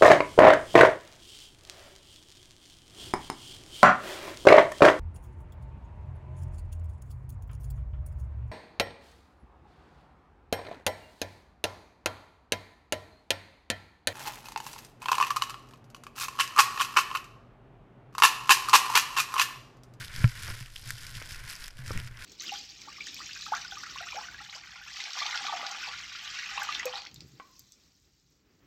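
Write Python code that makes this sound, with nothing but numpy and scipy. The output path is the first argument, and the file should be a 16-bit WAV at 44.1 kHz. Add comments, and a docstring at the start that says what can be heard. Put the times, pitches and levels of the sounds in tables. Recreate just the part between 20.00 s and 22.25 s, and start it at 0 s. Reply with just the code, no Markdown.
"""Two ice axes bite into frozen snow and turf, each with a short dull chock, heard from a worn camera.
Each bite is a few ringing tones that sink in pitch, over a thud of shaped noise.
Snow crunches and stiff cloth rustles as showers of random ticks; icy snaps and crumbles are filtered bursts.
Jolts boom in the camera mount as fading low tones, and wind rumbles and hisses as slowly swelling noise."""
import sys
import numpy as np
from scipy.fft import rfft, irfft, next_fast_len
from scipy.io import wavfile
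from scipy.ndimage import map_coordinates

SR = 44100
rng = np.random.default_rng(int(sys.argv[2]) if len(sys.argv) > 2 else 0)


def wav_out(sig):
    """Save sig, one row per channel (or a flat mono array), as 16-bit PCM at SR to the path in sys.argv[1]."""
    wavfile.write(sys.argv[1], SR, np.round(np.clip(np.atleast_2d(sig).T, -1, 1) * 32767).astype(np.int16))


N = 99225  # length in samples

# slow sway of the body against the microphone: t/s, level/dB
SWAY = [(0, -42.5), (.12, -49.5), (.21, -31), (.3, -54), (.41, -46.5), (.51, -34), (.6, -55), (.76, -58),
        (.85, -47), (1.02, -51), (1.42, -51.5), (1.7, -65.5), (1.8, -48.5), (1.97, -32), (2.05, -46.5),
        (2.25, -53)]
# tone colour of breaking ice and frozen snow: f/Hz, relative level/dB
ICE_COLOUR = [(300, -12), (1000, -11.5), (1550, 2), (3200, 4.5), (4200, -4), (5100, 7), (6800, -3),
              (11300, -3.5), (15000, -14.5)]
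ICE_DB = 10  # added to the level of every snap and crumble


def amp(db):
    """Turn decibels into a gain."""
    return 10 ** (np.asarray(db) / 20)


def unit(x):
    """Scale to an rms (average strength) of 1."""
    return x / np.sqrt(np.mean(x ** 2) + 1e-20)


def curves(rows):
    """Draw straight lines between the rows: one curve for each column after the time."""
    times, *columns = np.transpose(rows)
    return [np.interp(np.arange(N) / SR, times, column) for column in columns]


def wobble(rate):
    """A smooth random curve through `rate` random points a second."""
    points = rng.standard_normal(int(N * rate / SR) + 4)
    return map_coordinates(points, [np.arange(N) * rate / SR])


def coloured(x, points, piece_hz=None):
    """Filter x to the (f/Hz, level/dB) points; a breaking piece also favours its own pitch."""
    lift_db, width_octaves = 10, 0.43
    m = 2 * next_fast_len(len(x) // 2 + 4096)
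    octave = np.log2(np.fft.rfftfreq(m, 1 / SR) + 1)
    hz, db = np.transpose(points)
    shape_db = np.interp(octave, np.log2(hz + 1), db)
    if piece_hz:
        distance = (octave - np.log2(piece_hz)) / width_octaves
        shape_db = shape_db + lift_db * np.exp(-distance ** 2)
    # folding the cepstrum makes the filter respond at once, with nothing ahead of the blow
    cepstrum = irfft(np.log(unit(amp(shape_db)) + 1e-9), m)
    cepstrum[1:m // 2] *= 2
    cepstrum[m // 2 + 1:] = 0
    response = np.exp(rfft(cepstrum))
    return irfft(rfft(x, m) * response, m)[:len(x)]


def noise(points, size=N):
    """Coloured noise of rms 1, without the filter's start-up."""
    hiss = rng.standard_normal(size + 4096)
    return unit(coloured(hiss, points)[-size:])


def fade(t, t60):
    """Die away by 60 dB in t60 seconds."""
    return np.exp(-np.log(1000) * t / t60)


def add(track, s, sound):
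    """Mix a sound into the track at s seconds."""
    part = track[max(0, round(s * SR)):][:len(sound)]
    part += sound[:len(part)]


def fractures(per_s, spread_db):
    """Sparse ticks at random moments, of random size up to a largest one, rms 1."""
    size_db = spread_db * np.minimum(rng.standard_normal(N), 1.4)
    sizes = amp(size_db) * rng.choice([-1, 1], N)
    happens = rng.random(N) < per_s / SR
    return unit(sizes * happens)


def crunch():
    """Snow and stiff cloth give way in clumps: crisp grains of several sizes, a fine rub, a duller scrape."""
    # strength of the crunch and rustle: t/s, crisp level/dB, scrape level/dB (both before the trim)
    rustle = [(0, -42, -43), (0.025, -44, -41.5), (0.06, -48, -53), (0.11, -51.5, -46), (0.19, -42, -44.5),
              (0.23, -45, -38.5), (0.27, -48.5, -48), (0.345, -51, -49.5), (0.445, -41.5, -43),
              (0.5, -48, -41.5), (0.55, -47.5, -47), (0.62, -49.5, -50.5), (0.68, -58, -57),
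              (0.73, -57, -61.5), (0.78, -48.5, -58), (0.82, -52.5, -57), (0.885, -43, -47.5),
              (0.92, -47, -51.5), (1.07, -47.5, -49), (1.12, -49.5, -51.5), (1.17, -43, -45.5),
              (1.23, -51, -49), (1.32, -45, -49.5), (1.37, -49.5, -46), (1.425, -54.5, -50),
              (1.51, -42, -43.5), (1.59, -50.5, -50), (1.65, -48.5, -47.5), (1.678, -53, -48.5),
              (1.688, -56.5, -54), (1.745, -65, -64), (1.785, -52.5, -52.5), (1.815, -55, -47.5),
              (1.845, -55.5, -55), (1.88, -45.5, -47), (1.97, -50.5, -42), (2.03, -53.5, -50),
              (2.075, -50.5, -48.5), (2.09, -60.5, -55.5), (2.155, -65, -53), (2.19, -52.5, -44),
              (2.25, -43.5, -44)]
    # tone colour of the crisp treble: f/Hz, relative level/dB
    crisp_colour = [(300, -18.5), (1000, -12), (1800, -14), (3000, 0.5), (4200, 1), (5100, 3.5),
                    (6400, -3.5), (9500, -6.5), (11200, -6), (13500, -15), (15500, -17)]
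    # tone colour of the scraping middle: f/Hz, relative level/dB
    scrape_colour = [(150, -5.5), (400, -16.5), (820, -20.5), (1050, -4), (1200, -10), (1420, 2.5),
                     (2200, -1), (2900, -8), (5000, -20.5), (14000, -28)]
    # favoured pitch of each size of grain: f/Hz
    grain_hz = [2000, 3200, 5000, 7500, 11500]
    trim_db, rub_db = -2, -1.5
    crisp_db, scrape_db = curves(rustle)
    clumps_db = 1.69 * wobble(130)  # quick random swells
    grains = np.zeros(N)
    for hz in grain_hz:
        ticks = fractures(per_s=170, spread_db=11)
        grains += coloured(ticks, crisp_colour, hz)
    crisp = unit(unit(grains) + amp(rub_db) * noise(crisp_colour))
    scratches = coloured(fractures(per_s=600, spread_db=5), scrape_colour)
    scrape = unit(scratches + 0.89 * noise(scrape_colour))
    crisp_gain = amp(crisp_db + trim_db + clumps_db)
    scrape_gain = amp(scrape_db + trim_db + clumps_db)
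    return crisp_gain * crisp + scrape_gain * scrape


def mount():
    """The camera mount murmurs as the body sways, and swings at a low pitch after each jolt."""
    # jolts of the mount: t/s, level/dB, f/Hz, rise/s, time to fade by 60 dB/s
    jolts = [(0.189, -28, 112, 0.0069, .06), (.2421, -5, 118.8, 0.002, 0.105),
             (0.491, -26.5, 116.2, 0.018, 0.2), (0.61, -32, 120.2, 0.0021, 0.13),
             (0.862, -31, 121.5, 0.013, 0.12), (.932, -33.5, 112, 0.006, 0.14),
             (1.163, -24.5, 112.6, 0.0096, 0.073), (1.319, -29, 79, 0.0026, 0.053),
             (1.441, -37, 113, 0.0044, 0.1), (1.79, -26, 125, 0.006, 0.091),
             (1.907, -28, 90.7, 0.0065, 0.17), (1.9575, -17.5, 126, 0.004, 0.082)]
    # tone colour of the boom: f/Hz, relative level/dB
    boom_colour = [(15, 23), (28, 24), (50, -8), (75, 2), (110, 3), (200, -11), (400, -25), (1500, -112)]
    # tone colour of the murmur: f/Hz, relative level/dB
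    murmur_colour = [(15, 4), (40, -20), (70, -0.5), (100, -2.5), (122, 4), (150, -12.5), (190, -18),
                     (300, -26.5), (600, -34), (2000, -100)]
    boom_db, boom_t60_s = -14.5, 0.16  # boom level is relative to the swing
    out, t = np.zeros(N), np.arange(SR // 3) / SR
    for s, db, hz, rise, t60 in jolts:
        swing = -np.sin(2 * np.pi * hz * t) * fade(t, t60)
        boom = amp(boom_db) * noise(boom_colour, size=len(t)) * fade(t, boom_t60_s)
        onset = 1 - np.exp(-t / rise)
        add(out, s, amp(db) * (swing + boom) * onset)
    sway_db, = curves(SWAY)
    return out + amp(sway_db) * noise(murmur_colour)


def wind():
    """Air rumbles with a faint hiss, swelling in slow gusts and as the climber moves through it."""
    # tone colour of the wind: f/Hz, relative level/dB
    wind_colour = [(12, 3), (28, 9.5), (55, -6), (110, -13.5), (250, -26), (700, -24), (1600, -30),
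                   (5000, -44), (16000, -66)]
    middle_db, follows_sway = -49.5, 0.22  # the second is dB of wind per dB of sway
    sway_db, = curves(SWAY)
    gusts_db = 1.6 * wobble(3.93)
    movement_db = follows_sway * (sway_db - sway_db.mean())
    return amp(middle_db + gusts_db + movement_db) * noise(wind_colour)


def snaps():
    """Single pieces of icy crust break: one sharp click, then a few milliseconds of splinters."""
    # snaps: t/s, level/dB (before ICE_DB), favoured f/Hz
    breaks = [(0.082, -30, 4200), (0.1624, -26, 1980), (0.2772, -29.5, 3240), (.29, -35, 5000),
              (.4472, -29, 3600), (0.479, -26.5, 4600), (0.627, -31.5, 2880), (0.6603, -33, 3050),
              (0.7593, -30, 4000), (0.7625, -24, 3130), (0.9057, -17.5, 1640), (1.0668, -30.5, 5200),
              (1.2245, -28.5, 2240), (1.325, -33, 5000), (1.504, -28.5, 2890), (1.554, -28, 4840),
              (1.667, -32, 4700), (1.681, -27, 1750), (1.7066, -37, 4730), (1.771, -39, 3400),
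              (1.917, -28, 5200), (1.9759, -22.5, 2150), (2.0008, -27.5, 3530), (2.0744, -36.5, 2520),
              (2.1724, -36, 4500)]
    splinter_size, splinter_t60_s = 0.45, 0.0038  # size is relative to the first click
    out, t = np.zeros(N), np.arange(SR // 40) / SR
    for s, db, hz in breaks:
        force = splinter_size * rng.standard_normal(len(t)) * fade(t, splinter_t60_s)
        force[0] = -1  # the first sharp click
        click = coloured(force, ICE_COLOUR, hz)
        add(out, s, amp(db + ICE_DB) * click / np.linalg.norm(click))
    return out


def crumbles():
    """Clods of frozen snow collapse: a quick run of small fractures that dies away."""
    # collapsing clods: t/s, level/dB (before ICE_DB), favoured f/Hz
    clods = [(0.144, -40, 1800), (0.4997, -25.5, 4330), (.98, -31, 3840), (1.1515, -28.5, 3550),
             (1.307, -27, 2020), (1.345, -28.5, 1950), (1.392, -35, 1720), (1.6397, -25, 4300),
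             (1.862, -31, 1710)]
    out, t = np.zeros(N), np.arange(SR // 20) / SR
    for s, db, hz in clods:
        ticks = fractures(per_s=3500, spread_db=2.5)[:len(t)]
        force = ticks * fade(t, t60=0.022)
        burst = coloured(force, ICE_COLOUR, hz)
        add(out, s, amp(db + ICE_DB) * burst / np.linalg.norm(burst))
    return out


def picks():
    """The axe rings briefly, sinking in pitch as the turf chokes it, over a dull gritty thud."""
    # bites and knocks: t/s, ring level/dB, pitch ratio, ring time ratio, thud level/dB
    blows = [(0.2414, -27, 1.07, 0.4, -40), (0.2423, -19.5, 0.95, 1.25, -35),
             (0.483, -49, 0.85, 0.96, -36.5), (0.506, -40, 0.8, 1.0, -42), (1.217, -29, 0.86, 0.55, -43),
             (1.9068, -35.5, 0.88, 0.79, -30.5)]
    # tones of the buried axe, before each blow's ratios: settled f/Hz, level/dB, time to fade by 60 dB/s
    axe = [(1044, -16, 0.032), (1444, -9.5, 0.037), (1700, -3, 0.012), (1970, -6, 0.0069), (2346, 0, 0.011),
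           (3950, -12, 0.0039)]
    # tone colour of the thud: f/Hz, relative level/dB
    thud_colour = [(80, -11), (330, 1), (500, -3.5), (630, 0), (800, -2.5), (1000, 0.5), (1500, -1),
                   (3000, -40), (9000, -50)]
    bite_s, thud_t60_s = 0.00016, 0.038
    sharp_share, sink_t60_s = 0.11, 0.016  # the ring starts sharp by this share and settles
    drift_size = 8.3  # random phase drift, radians per root second
    out, t = np.zeros(N), np.arange(SR // 8) / SR
    sinking_time = np.cumsum(1 + sharp_share * fade(t, sink_t60_s)) / SR
    for s, db, pitch, length, thud_db in blows:
        steps = rng.standard_normal((len(axe), len(t)))
        drift = drift_size * np.cumsum(steps, axis=1) / np.sqrt(SR)
        ring = np.zeros(len(t))
        for k, (hz, level, t60) in enumerate(axe):
            tone = np.sin(2 * np.pi * hz * pitch * sinking_time + drift[k])
            ring += (-1) ** k * amp(level) * fade(t, t60 * length) * tone
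        thud = noise(thud_colour, size=len(t)) * fade(t, thud_t60_s)
        onset = 1 - np.exp(-t / bite_s)
        add(out, s, (amp(db) * ring + amp(thud_db) * thud) * onset)
    return out


def scene():
    """Everything is close and dry: the snow gives no echo."""
    return (crunch() + mount() + wind() + snaps() + crumbles() + picks())[None]


def record(dry):
    """The camera keeps nothing above its band limit."""
    top_hz = 15500
    m = next_fast_len(N + SR // 2)
    kept = np.fft.rfftfreq(m, 1 / SR) < top_hz
    return irfft(rfft(dry, m) * kept, m)[..., :N]


dry = scene()
out = record(dry)
wav_out(out)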